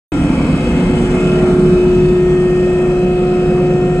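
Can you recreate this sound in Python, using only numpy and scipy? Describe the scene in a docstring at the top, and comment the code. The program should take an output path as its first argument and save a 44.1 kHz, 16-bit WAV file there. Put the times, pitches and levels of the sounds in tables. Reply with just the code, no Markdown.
"""An engine drone and a roar of air: a vacuum truck runs outdoors as the listener walks up to its side.
The engine holds a governed speed, its exhaust note swelling on approach over throbbing turbulence.
Its belt pulls unevenly on a whining fan and a ten-bladed blower; a cluster of close whistles
beats in the blower housing. Sources are (mid, side) pairs, mixed to left and right."""
import sys
import numpy as np
from scipy import signal
from scipy.fft import rfft, irfft, next_fast_len
from scipy.io import wavfile
from scipy.ndimage import uniform_filter1d, minimum_filter1d, map_coordinates

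SR = 44100
rng = np.random.default_rng(int(sys.argv[2]) if len(sys.argv) > 2 else 0)


def digitize_waveform(pressure):
    """Quantize a signal to 16-bit integers and store it at the path in sys.argv[1].

    Rows of a 2-D input are taken as channels; values are limited to [-1, 1].
    """
    field = np.atleast_2d(pressure).T
    bounded = np.clip(field, -1, 1)
    quanta = np.round(bounded * 32767).astype(np.int16)
    wavfile.write(sys.argv[1], SR, quanta)


N = 176400

FADE_DB, FADE_HZ = 1, 2.382  # slow fading of tones
JITTER_HZ, BELT_FLUTTER = 9, 0.00059  # speed unsteadiness: rate, fraction

# side relative to mid (frequency [Hz], gain [dB])
SIDE_DB = [(60, -25), (300, -25), (550, -16), (960, -12.5), (1670, -0.5), (2900, -1.5)]
# air roar; the clatter follows it (time [s], level [dB])
ROAR_LEVEL_DB = [(.1, -28.5), (1.35, -27), (2.1, -32), (4, -33)]


def amp(db):
    """Decibels to gain."""
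    return 10 ** (np.asarray(db) / 20)


def unit(x):
    """Scale to rms 1."""
    return x / np.sqrt(np.mean(x ** 2) + 1e-20)


def along(points, hz):
    """Interpolate (Hz, value) points on a log axis."""
    knots_hz, values = np.transpose(points)
    return np.interp(np.log(hz + 1), np.log(knots_hz + 1), values)


def response(points):
    """(Hz, dB) points to a gain function of frequency."""
    return lambda hz: amp(along(points, hz))


def curve(points):
    """(s, value) points to one value per sample."""
    return np.interp(np.arange(N) / SR, *np.transpose(points))


def wobble(rate_hz):
    """Smooth random curve, rate_hz knots a second."""
    coarse = np.arange(0, N + 64, 64)
    spline = map_coordinates(rng.standard_normal(1024), [coarse * rate_hz / SR], mode="wrap")
    return np.interp(np.arange(N), coarse, spline)


def filtered(x, gain):
    """Zero-phase filter by gain(hz)."""
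    size = next_fast_len(N + 8192)
    return irfft(rfft(x, size) * gain(np.fft.rfftfreq(size, 1 / SR)), size)[..., :N]


def noise(gain):
    """Coloured noise, rms 1."""
    return unit(filtered(rng.standard_normal(N), gain))


def rush(spectrum_db):
    """Mid and side noise; treble wider than bass."""
    gain = response(spectrum_db)
    return np.array([noise(gain), filtered(noise(gain), response(SIDE_DB))])


def resonance(centre_hz, width_hz):
    """Steep-sided noise band; the centre may move."""
    phase = 2 * np.pi * np.cumsum(centre_hz * np.ones(N)) / SR
    shape = lambda hz: 1 / np.sqrt(1 + (2 * hz / width_hz) ** 4)
    mid, side = [noise(shape) * np.cos(phase) + noise(shape) * np.sin(phase) for _ in range(2)]
    return np.array([mid, side * amp(along(SIDE_DB, np.mean(centre_hz)))])


def turns(speed_hz, flutter):
    """Cycle count of a slightly unsteady rotation."""
    return np.cumsum(speed_hz * (1 + flutter * wobble(JITTER_HZ))) / SR


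def tone(cycles, level_db, fade_db=FADE_DB, spread_rad=0.9):
    """Mid and side of one partial, fading as reflections shift."""
    phase = 2 * np.pi * (cycles + rng.random())
    mean_hz = cycles[-1] * SR / N
    side = amp(along(SIDE_DB, mean_hz)) * np.cos(phase + spread_rad * wobble(FADE_HZ))
    return np.sqrt(2) * amp(level_db + fade_db * wobble(FADE_HZ)) * np.array([np.sin(phase), side])


def blade_tones(passes, partials):
    """Blade-rate harmonics; their balance shifts on approach."""
    # approach (time [s], nearness [0 far, 1 near])
    approach = [(1.1, 0.13), (2.3, 0.53), (4, 0.96)]
    nearness = curve(approach)
    return sum(tone(round(k) * passes, far + nearness * (near - far)) for k, far, near in partials)


def exhaust_noise(cycles):
    """Rumble under turbulence that throbs once a cycle; reflections hollow it into moving peaks."""
    # spectra (frequency [Hz], relative density [dB])
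    rumble_spectrum = [(10, -38), (28, -12), (44, 3.5), (65, 0.5), (120, -3.5), (280, -120)]
    drone_spectrum = [(50, -120), (100, -16), (135, -2.5), (175, 7.5), (215, 0), (310, -6.5), (400, -15),
                      (600, -120)]
    # envelopes (time [s], level [dB])
    rumble_db = [(.15, -20), (4, -31)]
    drone_db = [(.1, -23.5), (.8, -19), (1.6, -16), (2.6, -22.5), (4, -20.5)]
    boom_db = [(.1, -16.5), (.8, -17.5), (1.5, -22), (2.2, -24.5), (3.1, -28), (3.8, -23.5)]
    hollow_db = [(.1, -35), (.8, -28.5), (1.75, -28.5), (2.15, -37), (3.4, -29)]
    # lower and upper peak (time [s], centre [Hz])
    boom_hz = [(.1, 301.5), (.5, 254), (1.3, 239.9), (2.2, 179), (4, 140.1)]
    hollow_hz = [(.1, 519.5), (.8, 495), (1.5, 425), (2.3, 405), (2.6, 541.5), (4, 512)]
    throb = unit(1 + 0.082 * np.sin(2 * np.pi * cycles))
    drone = amp(curve(drone_db) + 1.5) * rush(drone_spectrum)
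    boom = amp(curve(boom_db)) * resonance(curve(boom_hz), width_hz=60.4)
    hollow = amp(curve(hollow_db)) * resonance(curve(hollow_hz), width_hz=62)
    rumble = amp(curve(rumble_db) - 0.5) * rush(rumble_spectrum)
    return throb * (drone + boom + hollow) + rumble


def airflow(cycles):
    """Roar pulsing with the crankshaft, under a wide hiss."""
    # spectra (frequency [Hz], relative density [dB])
    roar_spectrum = [(200, -120), (330, -16.5), (430, 1.5), (600, -2.5), (900, -8.5), (1350, -11),
                     (1650, -18), (2400, -16), (2800, -33), (3600, -120)]
    hiss_mid = [(1500, -120), (2400, -14.5), (2950, 7.5), (3150, -1), (3500, 3), (5700, -4), (7000, -1),
                (8500, 2.5), (9400, -11), (9900, -120)]
    hiss_side = [(1500, -120), (2400, -14), (3000, 15), (3800, -2), (5500, 1.5), (7300, -17), (8500, -4),
                 (10800, -3), (11600, -12)]
    # hiss envelope (time [s], level [dB])
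    hiss_db = [(.15, -42.5), (1.2, -41.5), (2.3, -46), (4, -47)]
    pulse = unit(1 + 0.043 * np.sin(4 * np.pi * cycles) + 0.11 * wobble(130))
    roar = amp(curve(ROAR_LEVEL_DB) + 0.97 * wobble(6.83)) * rush(roar_spectrum)
    hiss = np.array([noise(response(hiss_mid)), amp(3.0) * noise(response(hiss_side))])
    flicker = unit(1 + 0.099 * wobble(160))
    return pulse * roar + flicker * amp(curve(hiss_db)) * hiss


def mottled(x, depth_db=2.5):
    """Mottled roar and hiss: random patches of gain over frequency and time."""
    spectra = signal.stft(x, nperseg=1024)[2]
    patches = uniform_filter1d(rng.standard_normal(spectra.shape[1:]), size=4, axis=0)
    patches = uniform_filter1d(patches, size=18, axis=1)
    return signal.istft(spectra * amp(depth_db * unit(patches)), nperseg=1024)[1][:, :N]


def clatter(cycles, size=4096, below_roar_db=10):
    """Fine mechanical rattle, repeating every engine cycle."""
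    # spectrum (frequency [Hz], relative harmonic level [dB])
    spectrum_db = [(400, -40), (800, 0), (1400, 0), (2500, -10), (4500, -40)]
    shapes = rng.standard_normal((2, size))
    repeated = [np.interp(cycles % 1 * size, np.arange(size), shape) for shape in shapes]
    mid, side = [unit(filtered(x, response(spectrum_db))) for x in repeated]
    side = filtered(side, response(SIDE_DB))
    return amp(curve(ROAR_LEVEL_DB) - below_roar_db) * np.array([mid, side])


def fan(speed_hz, lurch_s, passes_per_cycle=15.255):
    """Cooling fan whine; three harmonics come forward in turn."""
    # blade tone (harmonic, far level [dB], near level [dB])
    partials = [(5, -52.5, -57.5)]
    # harmonic envelopes (time [s], level [dB])
    third_db = [(.1, -37), (.7, -52.5), (1.3, -34.5), (2.1, -49.5), (4, -41.5)]
    fourth_db = [(0.098, -56), (1.899, -54.5), (2.3, -39), (2.65, -39), (2.999, -45.5), (4, -43)]
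    seventh_db = [(.1, -49), (.9, -49), (1.7, -66), (2.801, -49.5), (4, -60)]
    blade_hz = passes_per_cycle * speed_hz
    passes = turns(blade_hz, BELT_FLUTTER) + blade_hz * lurch_s
    swelling = [(3, third_db), (4, fourth_db), (7, seventh_db)]
    return blade_tones(passes, partials) + sum(tone(k * passes, curve(db)) for k, db in swelling)


def housing(passes, belt_laps):
    """The sixth blade harmonic and its belt sidebands beat in a metal resonance."""
    # whistles (offset [belt rates], relative level [dB])
    sidebands = [(-2, -11), (0, -1), (1, -9), (2, -7), (4, -14)]
    # envelope (time [s], level [dB])
    ring_db = [(.15, -42), (.75, -37.5), (1.05, -44), (1.28, -36.5), (1.55, -48), (1.8, -39), (2.1, -41),
               (2.25, -46), (2.72, -41), (3.12, -41), (4, -43.5)]
    whistles = sum(tone(6 * passes + k * belt_laps, db) for k, db in sidebands)
    ring_noise = amp(-6.5) * resonance(centre_hz=2588, width_hz=150)
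    return amp(curve(ring_db)) * (whistles + ring_noise)


def blower(speed_hz, belt_laps, lurch_s, turns_per_cycle=1.4083, blades=10):
    """Impeller unbalance, blade tones that flutter with the belt, and housing whistles."""
    # blade tones (harmonic, far level [dB], near level [dB])
    partials = [(1, -41.5, -34), (2, -39, -54.5), (3, -42.5, -42), (4, -52.5, -58.5), (7, -50, -56.5)]
    # shaft tone and fifth blade harmonic (time [s], level [dB])
    unbalance_db = [(.1, -28.5), (4, -32)]
    fifth_db = [(.1, -47), (.85, -40.5), (1.9, -51), (4, -52.5)]
    shaft_hz = turns_per_cycle * speed_hz
    shaft_turns = turns(shaft_hz, BELT_FLUTTER)
    passes = blades * (shaft_turns + shaft_hz * lurch_s)
    fifth = tone(5 * passes, curve(fifth_db))
    unbalance = tone(shaft_turns, curve(unbalance_db), fade_db=5.5)
    return unbalance + blade_tones(passes, partials) + fifth + housing(blades * shaft_turns, belt_laps)


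def engine(cycles):
    """Comb of firing harmonics under the strong exhaust note."""
    # comb (multiple of cycle rate, level [dB])
    partials = [(1, -32), (5, -23.5), (6, -27.5), (7, -32), (8, -35.5), (11, -35.5), (13, -38), (16, -38.5),
                (17, -40.5), (22, -45.5), (23, -39)]
    # exhaust tones (time [s], level [dB])
    note_db = [(.1, -37), (.5, -33), (.85, -23), (1.35, -15), (1.8, -12.5), (2.7, -13.3), (4, -16.8)]
    octave_db = [(.1, -39), (1.6, -44), (3.3, -30), (4, -30.5)]
    overtone_db = [(0.099, -49), (.9, -43), (1.35, -29.5), (1.8, -38), (4, -39)]
    comb = sum(tone(round(k) * cycles, db) for k, db in partials)
    exhaust = [(12, note_db), (24, octave_db), (21, overtone_db)]
    return comb + sum(tone(k * cycles, curve(db), fade_db=1.32) for k, db in exhaust)


def scene():
    """Engine speed drives the machinery; the belt pulls blower and fan unevenly."""
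    # governed speed (time [s], engine cycle rate [Hz])
    governed_hz = [(0.1, 30.28), (1.0, 30.25), (1.8, 30.17), (4.0, 30.155)]
    # left over right (frequency [Hz], level [dB])
    balance_db = [(200, -0.7), (550, 0.5), (1000, 4), (1600, 3.5), (2900, -0.5), (5000, -2), (8800, -0.7)]
    speed_hz = curve(governed_hz)
    cycles = turns(speed_hz, flutter=0.0004)
    belt_laps = 0.617 * cycles
    lurch_s = sum(depth_s * np.sin(2 * np.pi * (per_lap * belt_laps + rng.random()))
                  for per_lap, depth_s in [(1, 24e-6), (2, 40e-6)])  # pulley lead and lag
    machines = engine(cycles) + clatter(cycles)
    machines += blower(speed_hz, belt_laps, lurch_s) + fan(speed_hz, lurch_s)
    mid, side = machines + exhaust_noise(cycles) + mottled(airflow(cycles))
    left_right = np.array([mid + side, mid - side])
    return filtered(left_right, lambda hz: amp(np.outer([.5, -.5], along(balance_db, hz))))


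def record(dry, start_s=0.1194, top_hz=11700):
    """The sound cuts in abruptly, with peaks limited to full scale and the top band removed."""
    t = np.arange(N) / SR
    gate = np.clip((t - start_s) / 0.0007, 0, 1) * np.clip((N / SR - t) / 0.0022, 0, 1)
    peak_gain = 1 / np.maximum(np.abs(dry).max(axis=0), 1)
    limiter = uniform_filter1d(minimum_filter1d(peak_gain, size=200), size=200)
    return filtered(dry * gate * limiter, lambda hz: hz < top_hz)


dry = scene()
out = record(dry)
digitize_waveform(out)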